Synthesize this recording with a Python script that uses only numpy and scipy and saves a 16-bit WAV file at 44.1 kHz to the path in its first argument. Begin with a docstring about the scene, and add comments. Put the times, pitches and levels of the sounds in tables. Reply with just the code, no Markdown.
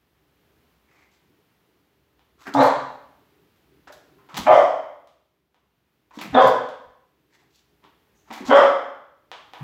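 """A small dog barks four times in a hard, tiled room, scrabbling and jumping before each bark.
A bark is a rough train of glottal pulses through opening jaws, with chest tone, growl and breath.
There are grainy scuffs and a few short grunts; claws tick, paws thud, and the nose sniffs once.
The room rings on for most of a second over a faint tone of rumble, drone and hiss."""
import sys
import numpy as np
from scipy import signal
from scipy.fft import rfft, irfft, next_fast_len
from scipy.io import wavfile
from scipy.ndimage import uniform_filter1d, minimum_filter1d, map_coordinates

SR = 44100
rng = np.random.default_rng(int(sys.argv[2]) if len(sys.argv) > 2 else 0)


def wav_record(signal):
    """Record a signal, one row per channel, as 16-bit PCM in the file named by sys.argv[1]."""
    frames = np.transpose(np.atleast_2d(signal))
    bounded = np.clip(frames, -1, 1)
    # unit amplitude maps onto the largest positive 16-bit level
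    quanta = np.round(bounded * 32767).astype(np.int16)
    wavfile.write(sys.argv[1], SR, quanta)


N = 424683


def amp(db):
    """Decibels to gain."""
    return 10 ** (np.asarray(db) / 20)


def unit(x):
    """x at rms 1."""
    return x / np.sqrt(np.mean(x ** 2) + 1e-20)


def along(points, hz):
    """Read a curve of (freq_hz, value) points on a log frequency axis."""
    f, v = np.transpose(points)
    return np.interp(np.log(hz + 1), np.log(f + 1), v)


def filtered(x, response):
    """x through a complex frequency response."""
    size = 2 * next_fast_len(len(x) // 2 + SR // 16)
    return irfft(rfft(x, size) * response(np.fft.rfftfreq(size, 1 / SR)), size)[:len(x)]


def causal(gain):
    """The minimum-phase response with this gain."""
    cepstrum = irfft(np.log(gain + 1e-6))
    cepstrum[1:len(cepstrum) // 2] *= 2
    cepstrum[len(cepstrum) // 2 + 1:] = 0
    return np.exp(rfft(cepstrum))


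def eq(points):
    """Response of an EQ curve: freq_hz, gain_db."""
    return lambda hz: amp(along(points, hz))


def modes(table):
    """Response of ringing resonances: centre_hz, width_hz, gain_db."""
    return lambda f: sum((-1) ** k * amp(db) * 1j * f * width / (hz * hz - f * f + 1j * f * width)
                         for k, (hz, width, db) in enumerate(table))


def bands(table):
    """Response of steep resonances added in power: centre_hz, nominal_width_hz, gain_db."""
    return lambda f: causal(np.sqrt(sum(amp(2 * db) * np.abs(modes([(hz, 1.3 * width, 0)])(f)) ** 6
                                        for hz, width, db in table)))


def noise(response, size=N):
    """Noise coloured by a response, at rms 1."""
    return unit(filtered(rng.standard_normal(size), response))


def wobble(rate_hz, size=N):
    """A smooth random curve with rate_hz knots a second."""
    knots = rng.standard_normal(int(size * rate_hz / SR) + 4)
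    return map_coordinates(knots, [np.arange(size) * rate_hz / SR])


def since(t, start_s):
    """Time after start_s, zero before it."""
    return np.maximum(t - start_s, 0)


def add(track, sound, start_s):
    """Mix a sound into the track."""
    part = track[round(start_s * SR):][:len(sound)]
    part += sound[:len(part)]


def stroke(rise_s, fall_s):
    """A rounded swell that then loses 10.5 dB every fall_s."""
    t = np.arange(-rise_s, 4 * fall_s, 1 / SR)
    return amp(np.where(t < 0, -16.5 * (t / rise_s) ** 2, -10.5 * t / fall_s))


# Reverb decay: freq_hz, t60_s
REVERB_DECAY = [(100, 0.71), (300, 0.64), (700, 0.62), (1500, 0.7), (3000, 0.66), (8000, .6), (15000, 0.15)]
# Reverb colour: freq_hz, gain_db
REVERB_EQ = [(100, -10.5), (300, -6.5), (480, -2), (3000, -1), (15000, -5)]


def room(dry, wet_db, tail_s=1):
    """Hard walls add a tail in which each frequency dies at its own speed."""
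    hz, t, spectrum = signal.stft(rng.standard_normal(int(tail_s * SR)), SR, nperseg=256)
    decay = amp(-60 * t / along(REVERB_DECAY, hz)[:, None])
    tail = signal.istft(spectrum * decay, SR, nperseg=256)[1]
    tail *= 1 - np.exp(-np.arange(len(tail)) / SR / .0016)  # the walls answer after a few ms
    tail = filtered(tail / np.linalg.norm(tail), eq(REVERB_EQ))
    mix = signal.fftconvolve(dry, amp(wet_db) * tail)
    mix[:len(dry)] += dry
    return mix


# Fader ride of the room tone: time_s, level_db
BED_FADER = [(0, -70), (.7, -65.5), (1.3, -67.5), (2.3, -67), (4.3, -63.5), (5, -69.5), (5.5, -77.5),
             (6, -72.5), (7.1, -71), (8.3, -65.5), (9.1, -72.5), (9.63, -63.5)]
# Low drone: centre_hz, nominal_width_hz, gain_db
DRONE_BANDS = [(143, 60, -3), (301, 64, 0), (395, 88, 0)]
# Colour of the background hiss: freq_hz, gain_db
BED_HISS_EQ = [(53, -35.5), (90, -1.5), (151, 0), (644, -9.5), (992, -10.5), (3120, -15.5), (8620, -29.5),
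               (14800, -21.5), (15800, -26)]


def room_tone():
    """Lumpy rumble, a wavering low drone and broad hiss sink and swell together."""
    level_db = np.interp(np.arange(N) / SR, *np.transpose(BED_FADER))
    rumble_eq = eq([(20, -39), (45, -18), (62, -3), (85, -10), (130, -59.5)])
    rumble = amp(-5.5 + 2.5 * wobble(3)) * noise(rumble_eq)
    drone = amp(-5.5 + 3.7 * wobble(8.8)) * noise(bands(DRONE_BANDS))
    hiss = amp(wobble(2)) * noise(eq(BED_HISS_EQ))
    return amp(level_db) * (rumble + drone + hiss)


# Low, bright and airy layers of a scuff: freq_hz, gain_db
SCUFF_BODY_EQ = [(180, -30.5), (300, -0.5), (429, -11.5), (868, -3.5), (1050, -4.5), (2200, -8),
                 (3200, -22), (8800, -120)]
SCUFF_HISS_EQ = [(1500, -39.5), (2500, -7.5), (3500, -1.5), (6500, -7), (7800, -9.5), (9000, -31),
                 (15800, -40)]
SCUFF_FIZZ_EQ = [(6000, -41), (8000, -7.5), (10000, -1), (14000, 0.5), (15800, -5)]
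# Scuffs and grunts: peak_s, rise_s, fall_s, body_db, resonance_hz, hiss_db, fizz_db
SCUFF_GRUNT_CUES = [(.99, 0.12, 0.13, -62.5, 2260, -72.5, -86),
                    (1.115, 0.0041, 0.084, -80, 1000, -68, -84.5),
                    (2.441, 0.06, 0.032, -53.5, 1220, -57.5, -67.5),
                    (2.478, 0.025, 0.06, -35.5, 1496, -52, -62),
                    (2.54, .003, 0.036, -44.5, 1000, -40.5, -54.5),
                    (2.632, 0.0061, .06, -51.5, 1000, -45, -43.5),
                    (3.88, 0.0087, 0.051, -47, 1498, -60.5, -78),
                    (3.923, 0.0018, 0.059, -59, 1490, -53, -59),
                    (4.292, 0.0027, 0.2, -44.5, 1130, -61, -83.5),
                    (4.348, 0.0037, 0.04, -37.5, 900, -44, -65),
                    (4.375, 0.006, 0.057, -32.5, 900, -35.5, -42),
                    (6.112, 0.0037, .08, -57, 1000, -77, -92), (6.175, 0.047, 0.029, -51, 1000, -57, -67.5),
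                    (6.19, 0.0045, 0.044, -40, 980, -50, -69.5),
                    (6.214, 0.0019, 0.076, -37, 2530, -47, -51.5),
                    (6.472, 0.0036, 0.076, -47, 1000, -43.5, -49),
                    (7.351, .05, 0.08, -63, 1950, -66, -79.5), (7.42, 0.0042, .04, -64, 800, -80.5, -90),
                    (7.507, .003, .02, -85, 1000, -67.5, -79.5),
                    (7.564, 0.052, 0.06, -85.5, 1002, -64, -76),
                    (7.852, .032, 0.064, -57.5, 1002, -75, -88),
                    (8.295, 0.037, 0.016, -53.5, 900, -67, -82.5),
                    (8.31, .008, 0.22, -39, 795, -58.5, -79.5),
                    (8.332, 0.0025, 0.079, -41, 2230, -45.5, -51.5),
                    (8.476, .03, 0.035, -38.5, 1005, -41, -57),
                    (9.535, 0.00296, 0.16, -45, 850, -65, -65.5)]


def scuffs_and_grunts():
    """Grainy scuffs on the tiles and a few short grunts, each with one pitched resonance."""
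    track = np.zeros(N)
    hiss, fizz = noise(eq(SCUFF_HISS_EQ)), noise(eq(SCUFF_FIZZ_EQ))
    for peak_s, rise_s, fall_s, body_db, resonance_hz, hiss_db, fizz_db in SCUFF_GRUNT_CUES:
        start = round((peak_s - rise_s) * SR)
        swell = stroke(rise_s, fall_s)[:N - start]
        span = slice(start, start + len(swell))
        resonance = modes([(resonance_hz, .45 * resonance_hz, 0)])
        body = noise(lambda hz: eq(SCUFF_BODY_EQ)(hz) * (1 + amp(3.5) * resonance(hz) ** 2), len(swell))
        treble = amp(hiss_db) * hiss[span] + amp(fizz_db) * fizz[span]
        track[span] += swell * amp(body_db) * body + swell ** 1.3 * treble  # treble swells more steeply
    grain = unit(amp(2.2 * wobble(300) + 2 * wobble(40)))
    return track * grain


# Knock of the tiles: centre_hz, width_hz, gain_db
TILE_MODES = [(860, 250, 3.5), (3200, 600, 0)]
# Claw hits and their bass and treble tilt: start_s, peak_db, knock_db, top_db
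CLAW_CUES = [(2.194, -46.5, 1, -23), (3.5627, -51, -16, -8.5), (3.873, -39, 2.5, -32),
             (4.2893, -40, 2.5, -32.5), (4.3442, -23, -8.5, -27), (4.369, -17, -7.5, -17),
             (4.517, -27, -15.5, -16.5), (5.0738, -42, -8, -13.5), (5.545, -49, 4.5, -17.5),
             (6.109, -45.5, 8.5, -22), (6.1894, -26, -8.5, -33), (6.2121, -28, -12, -11.5),
             (6.6894, -32.5, -4, -18.5), (7.8412, -41.5, -6, -31), (8.312, -26.5, 0, -25.5),
             (8.328, -25, -14.5, -12.5), (9.3163, -21, 0.5, -26.5), (9.5356, -26, 2, -28.5)]


def claws():
    """A hard claw strikes tile: one sharp contact, a bright tick over a duller knock."""
    track = np.zeros(N)
    contact = signal.unit_impulse(SR // 40)
    for start_s, peak_db, knock_db, top_db in CLAW_CUES:
        colour = eq([(150, knock_db - 17.5), (500, knock_db + 6), (1200, knock_db + 5),
                     (2200, knock_db / 2), (3600, .5),
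                     (6500, top_db / 2 + 2), (11000, top_db - .5), (16000, top_db + 4)])
        tick = filtered(contact, lambda hz: causal(colour(hz) * (1 + np.abs(modes(TILE_MODES)(hz)))))
        add(track, amp(peak_db) * tick / np.abs(tick).max(), start_s)
    return track


# Paw thuds and hollow knocks: start_s, level_db, pitch_hz
THUD_CUES = [(2.474, -37, 270), (2.63, -45, 62), (3.898, -46.5, 600), (4.183, -58, 1048),
             (4.337, -42.5, 147), (4.383, -33, 237), (4.39, -37, 62.5), (6.172, -35.5, 231.5),
             (6.21, -42, 234), (6.248, -37, 208), (6.298, -38, 143), (6.32, -33, 62.6), (6.44, -27.5, 125),
             (6.86, -51, 65), (7.84, -53, 306.4), (8.3, -44.5, 226), (8.404, -34, 266),
             (8.451, -41.5, 61.7), (9.605, -37, 137)]


def paw_thuds(attack_s=.0015, t60_s=.22):
    """Pads land on the floor: a damped tone with a band of noise around it."""
    track, t = np.zeros(N), np.arange(SR // 5) / SR
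    envelope = (1 - np.exp(-t / attack_s)) * amp(-60 * t / t60_s)
    for start_s, level_db, pitch_hz in THUD_CUES:
        tone = np.sin(2 * np.pi * pitch_hz * t)
        bump = noise(bands([(pitch_hz, .79 * pitch_hz, 0)]), len(t))
        add(track, amp(level_db) * envelope * (tone + .9 * bump), start_s)
    return track


def vocal_folds(t, pitch_hz, roughness, alternation, chest_s):
    """Jittery glottal pulses and pulsed noise; weakening every second pulse adds the octave below."""
    roughness = np.clip(roughness * np.interp(t, [0, .06], [1.25, 1]), 0, 1)  # hoarser at the start
    alternation = np.interp(t, [chest_s, chest_s + .015], [.6, alternation])  # shifts at the chest break
    jitter = .12 * roughness * wobble(200, len(t)) + .04 * wobble(35, len(t))
    cycles = np.cumsum(pitch_hz * (1 + jitter)) / SR
    count = np.floor(cycles).astype(int)
    shimmer = amp(3.5 * roughness * rng.standard_normal(len(t))[count])
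    airflow = np.exp(-6 * (cycles % 1)) * (1 + alternation * (-1.) ** count) * shimmer
    pulses = unit(np.diff(airflow, prepend=0).clip(0))
    rasp = unit(airflow * rng.standard_normal(len(t)))
    return np.sqrt(1 - roughness) * pulses + np.sqrt(roughness) * rasp


def mouth(source, formants, t, murmur_s, opening_s, shut_hz, shut_db, flare_s=.069):
    """As the jaws open, the formants come out and glide into place; the top one flares late."""
    low, first, second, upper, top = np.array(formants)
    upper_shut = np.array([shut_hz, 220, shut_db])
    jaw = 1 - np.exp(-(t / opening_s) ** 2)
    lagging_jaw = 1 - np.exp(-(t / opening_s / 1.7) ** 2)
    stages, vowel, edge = np.linspace(0, 1, 5), 0, 0
    for stage in stages:  # crossfade through mouth shapes, shut to open
        shut = 1 - stage
        # offsets with the jaws shut: centre_hz, nominal_width_hz, gain_db
        shape = [low + shut * np.array([110, -.62 * low[1], 0]),
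                 first + shut * np.array([0, 600, -7]),
                 second + shut * np.array([305, 0, -7])]
        vowel += np.interp(jaw, stages, stages == stage) * unit(filtered(source, bands(shape)))
        gliding = shut * upper_shut + stage * upper
        edge += np.interp(lagging_jaw, stages, stages == stage) * filtered(source, bands([gliding]))
    edge *= np.clip((t - murmur_s) / .002, 0, 1) * amp(-90 * since(t, flare_s))
    flare = filtered(source, bands([top])) / (1 + np.exp((flare_s - t) / .008))
    vowel_rms = np.std(filtered(source, bands([low, first])))
    return vowel + (edge + flare) / vowel_rms


def chest_tone(t, pitch_hz, chest_s, chest_hz):
    """A wavering tone midway between chest_hz and half the voice's pitch swells, then breaks off."""
    swell_db = np.interp(t, [0, .0082], [-8, 0])
    break_db = -20 * (1 - np.exp(-since(t, chest_s) / .011))
    tone_hz = (chest_hz + pitch_hz / 2) / 2 * (1 + .055 * wobble(80, len(t)))
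    tone = np.sin(2 * np.pi * np.cumsum(tone_hz) / SR)
    return amp(swell_db + break_db + 2.5 * wobble(71, len(t))) * tone


# Colour of the breath: freq_hz, gain_db
BREATH_EQ = [(3000, -27.5), (4500, -4.5), (6000, -0.5), (7800, -6), (9000, -14.5), (15800, -22.5)]


def breath(t, breath_db, puff_s, puff_db, rise_s=.0077, fall_s=.019):
    """Air hisses through the bark, fluttering, with one short puff."""
    puff = amp(puff_db) * np.exp(np.minimum((t - puff_s) / rise_s, (puff_s - t) / fall_s))
    return (amp(breath_db) + puff) * amp(3.2 * wobble(130, len(t))) * noise(eq(BREATH_EQ), len(t))


def bark(cue, formants, chest_hz=263.6, climb_s=.065, sag_hz_per_s=480, sag_db_per_s=94):
    """A brief murmur breaks into a voice that climbs and sags, over chest tone, growl and breath."""
    (murmur_s, attack_s, length_s, level_db, first_hz, top_hz, chest_db, chest_s, opening_s,
     breath_db, puff_s, puff_db, roughness, alternation, growl_db, shut_hz, shut_db) = cue
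    t = np.arange(0, length_s + .06, 1 / SR)
    murmur_db = -12 * np.clip((murmur_s - t) / .003, 0, 1)
    attack_db = -18.5 * np.clip(1 - t / attack_s, 0, 1) ** 2
    envelope = amp(level_db + murmur_db + attack_db - sag_db_per_s * since(t, attack_s))
    climb = np.clip(t / climb_s, 0, 1) ** 1.6
    pitch_hz = first_hz + (top_hz - first_hz) * climb - sag_hz_per_s * since(t, climb_s)
    source = vocal_folds(t, pitch_hz, roughness, alternation, chest_s)
    voice = mouth(source, formants, t, murmur_s, opening_s, shut_hz, shut_db)
    growl = amp(growl_db) * noise(bands([(chest_hz / 2, 60, 0)]), len(t))
    chest = amp(chest_db + murmur_db / 2) * chest_tone(t, pitch_hz, chest_s, chest_hz)
    fades = np.clip(t / .0027, 0, 1) * np.exp(-since(t, length_s) / .0045)
    return fades * (envelope * (voice + growl) + chest + breath(t, breath_db, puff_s, puff_db))


# Barks: start_s, murmur_s, attack_s, length_s, level_db, first_hz, top_hz, chest_db, chest_s,
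# opening_s, breath_db, puff_s, puff_db, roughness (0-1), alternation (0-1),
# growl_db (against the voice), shut_hz, shut_db (the upper formant with the jaws shut)
BARK_CUES = [ (2.539, 0.0079, 0.053, 0.14, -15, 520, 579.6, -22.5, 0.09, 0.042, -54, .09, -48, .65, 1, -19.5, 3455, -15.5),
             (4.456, .012, 0.034, .175, -10, 520, 640.2, -25, 0.038, 0.038, -63, 0.087, -53.5, .5, 0.25, -31.5, 2996, -28.5),
             (6.328, 0.015, 0.048, .172, -13, 465.2, 546.2, -21.5, 0.047, 0.023, -65.5, 0.098, -49.5, .4, 0.3, -36, 3720, -1),
             (8.482, 0.014, 0.058, 0.17, -11.5, 522.6, 594.4, -20, 0.037, 0.032, -61.5, 0.085, -48, .36, 0.28, -36.5, 3100, -16),
             ]
# Five open-mouth formants for each bark: centre_hz, nominal_width_hz, gain_db
BARK_FORMANTS = [
    [(682, 640, 2.5), (980, 110, -1), (1820, 260, -17.5), (4400, 300, -13), (3480, 350, -23)],
    [(650, 430, -1), (1014, 230, -8), (2020, 350, -21.5), (3287, 360, -21.5), (5300, 1500, -41.5)],
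    [(610, 420, 4), (970, 560, -3.5), (1647, 400, -14.5), (3250, 330, -20.5), (4800, 1100, -31.5)],
    [(647, 620, -1.5), (1307, 267, -5), (1960, 175, -14), (3316, 310, -18.5), (5270, 530, -35)],
]


def dog():
    """Each bark has its own mouth shape and sets the room ringing."""
    track = np.zeros(N)
    for (start_s, *cue), formants in zip(BARK_CUES, BARK_FORMANTS):
        add(track, room(bark(cue, formants), wet_db=4), start_s)
    return track


# Sniff: peak_s, level_db
SNIFF_CUES = [(8.189, -70.5)]


def sniff(rise_s=.05, fall_s=.1):
    """Air drawn through the nose swells in a narrow, high band."""
    track, swell = np.zeros(N), stroke(rise_s, fall_s)
    for peak_s, level_db in SNIFF_CUES:
        air = noise(lambda hz: modes([(6400, 1300, 0)])(hz) ** 2, len(swell))
        add(track, amp(level_db) * swell * air, peak_s - rise_s)
    return track


def scene():
    """The dog and its footwork over the room tone, in mono; claws and barks are the wettest."""
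    rustle = room(scuffs_and_grunts() + sniff(), wet_db=-5.5, tail_s=.5)[:N]
    ticks = room(claws(), wet_db=5)[:N]
    thuds = room(paw_thuds(), wet_db=0)[:N]
    return (room_tone() + rustle + ticks + thuds + dog())[None]


def record(dry, low_cut_hz=36, ceiling=.94, top_hz=15830):
    """The microphone drops the deepest bass, a fast limiter holds the peaks, the very top is cut."""
    x = filtered(dry[0], lambda hz: (1j * hz / (low_cut_hz + 1j * hz)) ** 2)
    needed_gain = np.minimum(1, ceiling / (np.abs(x) + 1e-9))
    held_gain = minimum_filter1d(needed_gain, size=SR // 100)
    smooth_gain = uniform_filter1d(held_gain, size=SR // 200)
    return filtered(x * smooth_gain, lambda hz: hz < top_hz)[None]


dry = scene()
out = record(dry)
wav_record(out)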